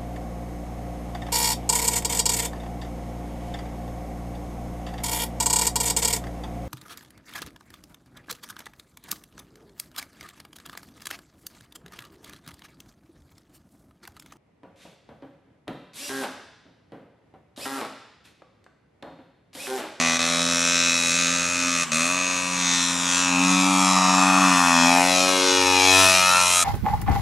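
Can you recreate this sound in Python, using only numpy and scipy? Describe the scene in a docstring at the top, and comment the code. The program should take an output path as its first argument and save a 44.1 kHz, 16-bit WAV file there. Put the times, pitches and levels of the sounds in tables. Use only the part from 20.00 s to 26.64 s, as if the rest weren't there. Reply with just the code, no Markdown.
"""In a wet field a two-stroke trials motorcycle rides off, stumbles for a few firings, returns and passes close by.
Each firing sends a sharp crack out of the silencer, rings the pipe and airbox and leaves a puff of gas hiss;
the low engine orders drone underneath, the crankcase whirs and the open air murmurs and hisses faintly.
The colour changes with the side that faces the listener, and the bounce off the wet ground sweeps a comb
(a row of notches) through the exhaust as the machine passes."""
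import sys
import numpy as np
from scipy import signal
from scipy.fft import rfft, irfft, next_fast_len
from scipy.io import wavfile
from scipy.ndimage import uniform_filter1d, map_coordinates

SR = 44100
rng = np.random.default_rng(int(sys.argv[2]) if len(sys.argv) > 2 else 0)


def wav_out(sig):
    """Save sig, one row per channel (or a flat mono array), as 16-bit PCM at SR to the path in sys.argv[1]."""
    wavfile.write(sys.argv[1], SR, np.round(np.clip(np.atleast_2d(sig).T, -1, 1) * 32767).astype(np.int16))


N = 292824
SIZE = 2048  # length of one burst, samples
TIME = np.arange(N) / SR  # s
AGE = np.arange(SIZE) / SR  # time since a burst began, s
HZ = np.fft.rfftfreq(SIZE, 1 / SR)  # frequencies in the spectrum of a burst

# crank speed: (time [s], speed [turns per second])
CRANK_SPEED = [(0.0, 83.0), (0.13, 82.8), (0.31, 84.7), (0.79, 86.4), (1.05, 84.9), (1.2, 86.3),
               (1.61, 87.8), (1.85, 85.0), (1.9, 78.1), (1.92, 77.2), (2.11, 89.1), (2.16, 90.6),
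               (2.52, 89.8), (2.64, 88.1), (2.83, 87.4), (3.12, 88.4), (3.22, 89.9), (3.37, 88.9),
               (3.48, 91.8), (3.7, 93.8), (4.05, 92.3), (4.42, 93.5), (4.77, 85.1), (4.83, 85.2),
               (5.07, 90.8), (5.29, 92.8), (5.77, 92.5), (6.01, 94.5), (6.42, 89.7), (6.64, 89.2)]
# the ride: (time [s], distance [m], angle between the machine's nose and the listener [degrees])
RIDE_PATH = [(0, 5.9, 50), (1.2, 16.2, 37), (2.6, 21, 30), (3.22, 9.9, 33.4), (3.5, 7.4, 13),
             (4.35, 7.4, 3.9), (4.65, 4.44, 32), (5.05, 3.8, 37), (5.55, 2.24, 89.4), (6, 1.6, 121),
             (6.3, 3.64, 150), (6.64, 7.3, 161)]
# centres of the silencer's boom, of the pipe's bark, which sinks when the rider eases off, and of the
# airbox's gulp: (time [s], boom [Hz], pipe [Hz], airbox [Hz])
CAVITY_CENTRES = [(0, 620, 740, 1140), (.6, 600, 930, 1130), (1.4, 578, 975, 1200), (2.1, 625, 1010, 1145),
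                  (2.5, 567, 995, 1127), (3.4, 600, 876, 1194), (3.9, 636, 876, 1134),
                  (4.4, 666, 915, 1170), (4.9, 590, 830, 1210), (5.15, 619, 854, 1130),
                  (5.5, 553, 960, 1070), (5.72, 550, 990, 1170), (5.9, 647, 870, 1220),
                  (6.3, 620, 930, 1225), (6.64, 670, 875, 1140)]
SWAY_RATE = 6  # random turning points a second as the machine rocks over the grass


def amp(db):
    """Decibels to gain."""
    return 10 ** (np.asarray(db) / 20)


def unit(x):
    """Scale to rms 1."""
    return x / np.sqrt(np.mean(x ** 2) + 1e-20)


def along(points, hz):
    """Read (Hz, value) points on a log frequency axis."""
    f, v = np.transpose(points)
    return np.interp(np.log(hz + 1), np.log(f + 1), v)


def read(rows, when):
    """Each column of a curve table at the given times."""
    s, *cols = np.transpose(rows)
    return [np.interp(when, s, c) for c in cols]


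def lobe(x, centre, width):
    """A bell that is 1 at the centre."""
    return np.exp(-((x - centre) / width) ** 2)


def wobble(rate):
    """A smooth random curve through rate random points a second."""
    coarse = TIME[::SIZE // 16]
    points = rng.standard_normal(int(N * rate / SR) + 4)
    curve = map_coordinates(points, [coarse * rate])
    return np.interp(TIME, coarse, curve)


def sway(when, rate):
    """A slow random rocking, read at the firing times."""
    return np.interp(when, TIME, wobble(rate))


def filtered(x, response):
    """x times a response of frequency."""
    m = next_fast_len(N + SR // 2)
    spectrum = rfft(x, m) * response(np.fft.rfftfreq(m, 1 / SR))
    return irfft(spectrum, m)[..., :N]


def causal(db):
    """Minimum-phase responses with the given colours in dB: a sharp front, ringing after it."""
    cepstrum = irfft(np.log(amp(db)))
    cepstrum[:, 1:SIZE // 2] *= 2
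    cepstrum[:, SIZE // 2 + 1:] = 0
    return np.exp(rfft(cepstrum))


def resonance(centre_hz, width_hz):
    """A resonance passed twice, so that its skirts are steep."""
    once = 1j * HZ * width_hz / (centre_hz ** 2 - HZ ** 2 + 1j * HZ * width_hz)
    return once ** 2


def delayed(ms):
    """The response of a plain delay."""
    return np.exp(-2j * np.pi * HZ * ms / 1000)


def tails(count, t60, hold=0):
    """Spectra of noise bursts of energy 1 that last for hold seconds, then drop 60 dB every t60 seconds."""
    burst = rng.standard_normal((count, SIZE)) * amp(-60 * np.maximum(AGE - hold, 0) / t60)
    return rfft(burst / np.linalg.norm(burst, axis=1, keepdims=True))


def closeness(when):
    """0 at 10 m and beyond, 1 within about 3 m."""
    distance = read(RIDE_PATH, when)[0]
    return np.clip(np.log(10 / distance) / np.log(3.4), 0, 1)[:, None]


def facing(when):
    """How squarely the nose and the tail face the listener, 0-1 each."""
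    front_width, rear_width = 36.7, 28  # degrees
    angle = read(RIDE_PATH, when)[1]
    return lobe(angle, 0, front_width), lobe(angle, 180, rear_width)


def throttle(when):
    """0 while coasting, 1 while the crank gains speed fastest."""
    full_throttle = 57  # gain of speed, turns per second each second
    smooth_speed = uniform_filter1d(read(CRANK_SPEED, TIME)[0], size=4000)
    gain = np.gradient(smooth_speed) * SR
    return np.interp(when, TIME, np.clip(gain / full_throttle, 0, 1))


def burning(when):
    """True while the cylinder fires."""
    # stretches in which the charge does not light: (start [s], end [s])
    misfires = [(.177, .189), (1.84, 1.914)]
    return np.all([(when < a) | (when > b) for a, b in misfires], axis=0)


def firing_times(turns):
    """The moment in seconds at which the crank completes each turn."""
    return np.interp(np.arange(np.floor(turns[-1])), turns, TIME)


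def level(part, when):
    """The dB of one part at the listener, from distance, the side turned to them, throttle and rocking."""
    # how each part radiates: name: (level at the reference distance [dB], rise per halving of the
    # distance [dB], rise head-on [dB], rise from behind [dB], angle of a side lobe or null [degrees],
    # rise there [dB], rise at full throttle [dB])
    radiation = { "order 1": (-46.5, 3.5, -7.5, -3.5, 75, -16, -4),
                 "order 2": (-43.5, 3.5, 15, -9, 97, -13.5, -1.5),
                 "order 3": (-39, 4, 10.5, 6, 147, -17.5, 2.5),
                 "order 4": (-56, 9, -12, -36, 85.5, 8, 16.5), "crack": (-25, 0.38, -2.5, 5, 116.5, 5, -2),
                 "fizz": (-38, 1.03, 1.5, 18, 129.5, 8, 4)}
    reference_m, side_width, sway_db = 10, 22.4, 1.74  # m, degrees, dB
    base_db, nearer_db, ahead_db, behind_db, side_deg, side_db, throttle_db = radiation[part]
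    distance, angle = read(RIDE_PATH, when)
    ahead, behind = facing(when)
    pattern_db = ahead_db * ahead + behind_db * behind + side_db * lobe(angle, side_deg, side_width)
    pattern_db += sway_db * sway(when, SWAY_RATE)
    return base_db + nearer_db * np.log2(reference_m / distance) + pattern_db + throttle_db * throttle(when)


def levelled(spectra, db, when, band):
    """Scale the firings, averaged over five, so that their train has level db inside the band."""
    inside = (HZ > band[0]) & (HZ < band[1])
    energy = 2 * np.sum(abs(spectra[:, inside]) ** 2, axis=1) / SIZE
    power = energy * read(CRANK_SPEED, when)[0] / SR
    gain = amp(db) / np.sqrt(uniform_filter1d(power, size=5) + 1e-20)
    return spectra * gain[:, None]


def train(spectra, when):
    """Lay one burst at each firing time, between the samples."""
    start, fraction = np.divmod(when * SR, 1)
    bursts = irfft(spectra * np.exp(-2j * np.pi * HZ * fraction[:, None] / SR))
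    places = start.astype(int)[:, None] + np.arange(SIZE)
    return np.bincount(places.ravel(), bursts.ravel(), N)[:N]


def air(db):
    """Open air: a faint uneven murmur and hiss of shaped noise, different on the left and right."""
    # colour of the open air: (frequency [Hz], relative level per Hz [dB])
    air_colour = [(20, -20), (30, -22), (42, -19), (70, -16), (130, 11), (400, 5.5), (1500, -34),
                  (8000, 10), (15000, -49)]
    noise = rng.standard_normal((2, N))
    shaped = unit(filtered(noise, lambda hz: amp(along(air_colour, hz))))
    return amp(db + 0.53 * wobble(6.0)) * shaped


def crankcase(turns, db, swing_db):
    """Gears and piston rattle on, fired or not, swelling once a turn; partly different left and right."""
    # colour of the whir and gear rattle: (frequency [Hz], relative level per Hz [dB])
    whir_colour = [(150, -10), (400, -6.5), (800, -5), (1250, 2), (1700, -1.5), (2600, 1), (3800, -7.5),
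                   (4800, -13), (6500, -9), (9000, -50), (12000, -20), (15000, -47)]
    noise = rng.standard_normal(N) + 0.12 * rng.standard_normal((2, N))
    rattle = unit(filtered(noise, lambda hz: amp(along(whir_colour, hz))))
    return amp(db + swing_db * np.cos(2 * np.pi * (turns - .3)) + wobble(14)) * rattle


def drone(turns, fifth_db, misfire_db):
    """The pulsing of the expansion chamber: clean low orders (multiples of crank speed), weaker in a misfire."""
    # the chamber lifts an order that passes through its resonance
    chamber_hz, chamber_width_hz, chamber_db = 231, 23, 8.5
    when = firing_times(turns)
    levels = [level(part, when) for part in ("order 1", "order 2", "order 3", "order 4")]
    levels.append(levels[-1] + fifth_db)  # the fifth follows the fourth
    sag_db = misfire_db * uniform_filter1d(1. - burning(when), size=3)
    speed, out = read(CRANK_SPEED, when)[0], np.zeros(N)
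    for order, db in enumerate(levels, 1):
        db = db + sag_db + chamber_db * lobe(order * speed, chamber_hz, chamber_width_hz)
        waver_db = .35 * wobble(35)
        gain = np.sqrt(2) * amp(np.interp(TIME, when, db) + waver_db)
        out += gain * np.cos(2 * np.pi * order * (turns - .22))
    return out


def reflections(when, t60, hold=0, count=12):
    """One pattern of reflections per firing; it drifts as the machine moves, faster when it is close."""
    patterns = tails(count, t60, hold)
    # even out the broad colour of each pattern
    patterns /= np.sqrt(uniform_filter1d(abs(patterns) ** 2, size=12, axis=1) + 1e-9)
    place = np.cumsum(1 + 2 * closeness(when))
    place = place / place[-1] * (count - 1)
    # cross-fade from each pattern to the next
    blend = np.cos(np.pi / 2 * np.clip(place[:, None] - np.arange(count), -1, 1))
    return blend @ patterns


def ground(when):
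    """The wet grass returns a duller copy, stronger up close; its changing lag slides a comb through the exhaust."""
    # lag of the bounce behind the direct sound, longest as the machine passes: (time [s], lag [ms])
    ground_lag = [(0, .46), (.4, .54), (1.2, .49), (1.8, .5), (2.3, .46), (2.7, .48), (3, .57), (3.25, .73),
                  (3.6, .8), (3.95, 1.01), (4.25, 1.12), (4.85, 1.19), (5.05, 1.4), (5.55, 2.05),
                  (5.75, 2.43), (6, 2.9), (6.15, 2.56), (6.64, 1.7)]
    far, near, soak_hz = .4, .52, 8000  # shares that bounce; the grass soaks up the treble
    bounce = (far + (near - far) * closeness(when)) / (1 + (HZ / soak_hz) ** 2)
    lag_ms = read(ground_lag, when[:, None])[0]
    return (1 + bounce * delayed(lag_ms)) / np.sqrt(1 + bounce ** 2)


def paths(when):
    """Every pulse is heard again after its trip down the expansion chamber, and again off the ground."""
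    round_trip_ms, share_back = 3.88, .18
    return (1 + share_back * delayed(round_trip_ms)) * ground(when)


def airbox(when):
    """The airbox gulps at each turn, kept ringing by echoes and rushing gas; it rasps most head-on."""
    # level of the gulp of a full-size firing: (time [s], level [dB])
    gulp_levels = [(0, -31.5), (.5, -37.5), (1, -39.5), (1.5, -41), (2, -32), (2.5, -36), (3, -35),
                   (3.45, -34), (3.9, -23), (4.45, -21), (4.7, -25), (5.1, -36.5), (5.4, -37), (5.8, -51),
                   (6, -28.5), (6.64, -32)]
    centre_hz = read(CAVITY_CENTRES, when[:, None])[2]
    rasp = .2 + .6 * facing(when[:, None])[0]
    drive = 1 + .8 * reflections(when, t60=.1) + rasp * tails(len(when), t60=.1)
    gulps = drive * resonance(centre_hz, width_hz=220)
    return levelled(gulps, read(gulp_levels, when)[0], when, (0, SR))


def cavities(when, echo, near_echo, rough, rough_ahead, t60, lag_ms):
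    """Each firing rings all the exhaust's resonances together; the higher are rougher, most of all head-on."""
    # level of the silencer's boom: (time [s], level [dB])
    boom_levels = [(0.0, -33), (0.05, -35), (0.39, -33.5), (0.89, -40.5), (1.81, -40.5), (1.85, -39),
                   (1.98, -36), (2.37, -39), (2.7, -48.5), (4.4, -30), (4.6, -36), (4.94, -30),
                   (5.14, -27.5), (5.68, -33.5), (5.73, -39.5), (6.08, -23.5), (6.32, -33), (6.64, -35)]
    # level of the pipe's bark: (time [s], level [dB])
    pipe_levels = [(0.0, -44), (0.03, -39), (0.96, -42.5), (0.98, -37), (1.2, -42), (1.64, -39.5),
                   (1.83, -45), (2.09, -35.5), (2.68, -36.5), (3.2, -31.5), (3.37, -28.5), (4.18, -23),
                   (4.62, -26.5), (4.99, -20), (5.2, -28), (5.84, -25.5), (6.36, -32), (6.64, -32)]
    # level of the tailpipe's clear ring: (time [s], level [dB])
    tailpipe_levels = [(0, -47), (.5, -41), (1, -53), (1.3, -43), (1.75, -40), (2.2, -48), (2.9, -50),
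                       (3.3, -37), (3.8, -28), (4.5, -25), (4.8, -33), (5.1, -43), (5.5, -45), (5.8, -43),
                       (6, -25), (6.15, -32), (6.33, -20.5), (6.47, -28), (6.6, -23.5)]
    # level of the pipe's next mode: (time [s], level [dB])
    overtone_levels = [(0, -31), (.5, -37.5), (1.7, -49), (2.2, -43), (2.6, -59), (3.3, -39), (3.9, -39),
                       (4.7, -28), (5.1, -31), (5.4, -52), (6, -33.5), (6.64, -39)]
    # level of the header's ring: (time [s], level [dB])
    header_levels = [(0.0, -31), (0.03, -31), (0.55, -33), (0.89, -27), (1.61, -30.5), (1.81, -29),
                     (1.9, -34), (1.92, -28.5), (2.03, -27.5), (3.0, -36), (3.4, -25.5), (3.85, -31),
                     (4.96, -24.5), (5.07, -31), (5.86, -22.5), (5.9, -20), (6.55, -27), (6.64, -29)]
    header_centre_hz, header_drift = 2500, .006  # the drift is a share of the centre
    boom_hz, pipe_hz, _ = read(CAVITY_CENTRES, when[:, None])
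    header_hz = header_centre_hz * (1 + header_drift * sway(when[:, None], SWAY_RATE))
    # (levels, centre in Hz, width in Hz)
    modes = [(boom_levels, boom_hz, 147),
             (pipe_levels, pipe_hz, 300),
             (tailpipe_levels, 1309, 184),
             (overtone_levels, 1882, 320),
             (header_levels, header_hz, 314)]
    height = np.minimum(HZ / header_centre_hz, 1)
    echoes = (echo + near_echo * closeness(when)) * np.sqrt(height)
    gas = (rough + rough_ahead * facing(when[:, None])[0]) * np.sqrt(height)
    drive = 1 + echoes * reflections(when, t60) + gas * tails(len(when), t60)
    heard = drive * paths(when)
    power = 0
    for levels, hz, width_hz in modes:
        mode = levelled(heard * resonance(hz, width_hz), read(levels, when)[0], when, (0, SR))
        power = power + abs(mode / drive) ** 2
    colour = causal(10 * np.log10(power + 1e-5))
    return colour * drive * delayed(lag_ms * (1 + closeness(when)))


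def silencer(when):
    """The colour of the crack in dB: a broad slope and modes that swell and fade as the machine sways."""
    # colour of the crack from afar: (frequency [Hz], relative level per Hz [dB])
    far_colour = [(100, -38), (420, -19), (650, -14), (820, 0.5), (1150, -7), (1480, 0.5), (1680, -5.5),
                  (2100, -2.5), (3000, -3), (3900, 1.5), (4700, -5), (5500, 0.5), (6700, 0.5), (8500, -7),
                  (11000, -17), (12500, -31.5), (15500, -128)]
    # colour of the crack from close by: (frequency [Hz], relative level per Hz [dB])
    near_colour = [(100, -70), (400, -11.5), (900, 2), (1500, -4), (1900, -4), (3100, -2), (3900, -4.5),
                   (4700, -4.5), (5500, -3), (6700, -5.5), (8500, -11.5), (11000, -15.5), (12500, -29),
                   (15500, -61)]
    # upper modes: (frequency [Hz], half width [Hz], lift from afar [dB], lift close by [dB])
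    upper_modes = [(3370, 240, 2, 4.5), (4033, 240, 0, 6.5), (5574, 560, 3, 4), (5830, 37, -5, 2.5),
                   (6580, 110, 6.5, 7.5), (7360, 180, 6, 1)]
    # lift of the low treble in the crack, its buzz: (time [s], lift [dB])
    buzz_lift = [(0, 1), (.4, 4), (.6, -2), (1, 4), (1.7, 1.5), (2.05, 2), (2.3, -1), (2.9, 3), (3.4, -0.5),
                 (4.1, 0.5), (4.7, -3), (5.1, -1), (5.6, -0.5), (6.1, 3), (6.64, 1.5)]
    fade_db, fade_rate = 1.5, 4  # depth of the fading; random turning points a second
    close, when = closeness(when), when[:, None]
    db = (1 - close) * along(far_colour, HZ) + close * along(near_colour, HZ)
    for hz, width_hz, far_db, near_db in upper_modes:
        lift_db = far_db + (near_db - far_db) * close + fade_db * sway(when, fade_rate)
        db = db + lift_db * lobe(HZ, hz, width_hz)
    return db + read(buzz_lift, when)[0] * lobe(HZ, 4050, 690)


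def crack(when, db, fizz_db, echo_t60, hiss_t60, hiss_db, close_hiss_db):
    """The port opens: a steep spike, its reflections, and turbulent gas that is new at every firing."""
    # scatter off frame and rider against the direct spike:
    # (level from afar [dB], rise head-on [dB], rise close by [dB], rise from behind [dB])
    scatter_levels = (-6, 16, 11, 8)
    close, (ahead, behind) = closeness(when), facing(when[:, None])
    far_db, ahead_db, close_db, behind_db = scatter_levels
    scatter = amp(far_db + ahead_db * ahead + close_db * close + behind_db * behind)
    # close by or from behind, the tailpipe blows a dense jet for as long as the port stays open
    jet = np.maximum(close ** 2, behind) * reflections(when, t60=.035, hold=.003)
    echoes = np.sqrt(1 - .75 * np.maximum(close ** 4, behind)) * reflections(when, echo_t60)
    shock = (scatter * (echoes + jet) - 1) / np.sqrt(1 + scatter ** 2)  # the spike points downwards
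    turbulence = HZ / 5000  # a larger share of the treble is gas noise
    gas = amp(hiss_db + close_hiss_db * close) * turbulence * tails(len(when), hiss_t60)
    burst = (shock + gas) * causal(silencer(when))
    top = 1 / (1 + (7800 / (HZ + 1)) ** 12)  # hands over from body to fizz near 7800 Hz
    body = levelled(burst, db, when, (3100, 7500))
    fizz = levelled(burst, fizz_db, when, (8000, 14000))
    return (1 - top) * body + top * fizz


def exhaust(turns):
    """One firing per turn of the crank, each a little different in size and timing."""
    when = firing_times(turns)
    when = np.abs(when + 6e-6 * rng.standard_normal(len(when)))
    crack_db, fizz_db = level("crack", when), level("fizz", when)
    cracks = crack(when, crack_db, fizz_db, echo_t60=.1, hiss_t60=.05, hiss_db=-9.5, close_hiss_db=2.5)
    bursts = paths(when) * cracks
    # subtracted, so that the ringing points the same way as the downward spike
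    bursts -= cavities(when, echo=.7, near_echo=-.1, rough=.22, rough_ahead=.25, t60=.09, lag_ms=.6)
    size = amp(.45 * rng.standard_normal(len(when))) * burning(when)
    gulp_size = np.maximum(size, .45)  # the airbox keeps gulping when the charge fails
    return train(bursts * size[:, None] + airbox(when) * gulp_size[:, None], when)


def small_opening(x, corner_hz):
    """A narrow tailpipe radiates almost no deep bass."""
    return filtered(x, lambda hz: hz ** 2 / (hz ** 2 + corner_hz ** 2))


def spread(x, t60):
    """Short dense echoes, opposite in sign left and right, widen the sound; a level difference places it."""
    # balance of the two sides: (time [s], left minus right [dB])
    balance = [(0, -.5), (1.8, -.3), (2.75, 1.2), (4, .5), (5.8, 2.2), (6.6, 0)]
    # strength of the difference between the sides: (frequency [Hz], side against middle [dB])
    side_colour = [(100, -39), (1000, -18), (2500, -17), (5000, -10.5), (8000, -38), (12000, -0.5)]
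    walls = irfft(tails(1, t60)[0])
    side = filtered(signal.oaconvolve(x, walls)[:N], lambda hz: amp(along(side_colour, hz)))
    lean = amp(read(balance, TIME)[0] / 2)
    return np.array([(x + side) * lean, (x - side) / lean])


def scene():
    """The motorcycle in the open field."""
    background = air(db=-40.5)
    turns = np.cumsum(read(CRANK_SPEED, TIME)[0]) / SR
    nearness = amp(2.2 * closeness(TIME)[:, 0])  # the rattle rises a little close by
    rattle = nearness * crankcase(turns, db=-36.5, swing_db=1.5)
    low_orders = drone(turns, fifth_db=-0.5, misfire_db=-9)
    firings = small_opening(exhaust(turns), corner_hz=126)
    engine = spread(firings + low_orders, t60=0.019)
    return background + rattle + engine


def record(dry):
    """Round off the tallest spikes and keep nothing above the band limit."""
    top_hz = 15700
    rounded = dry / (1 + (dry / .6) ** 6) ** (1 / 6)
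    return filtered(rounded, lambda hz: hz < top_hz)


dry = scene()
out = record(dry)
wav_out(out)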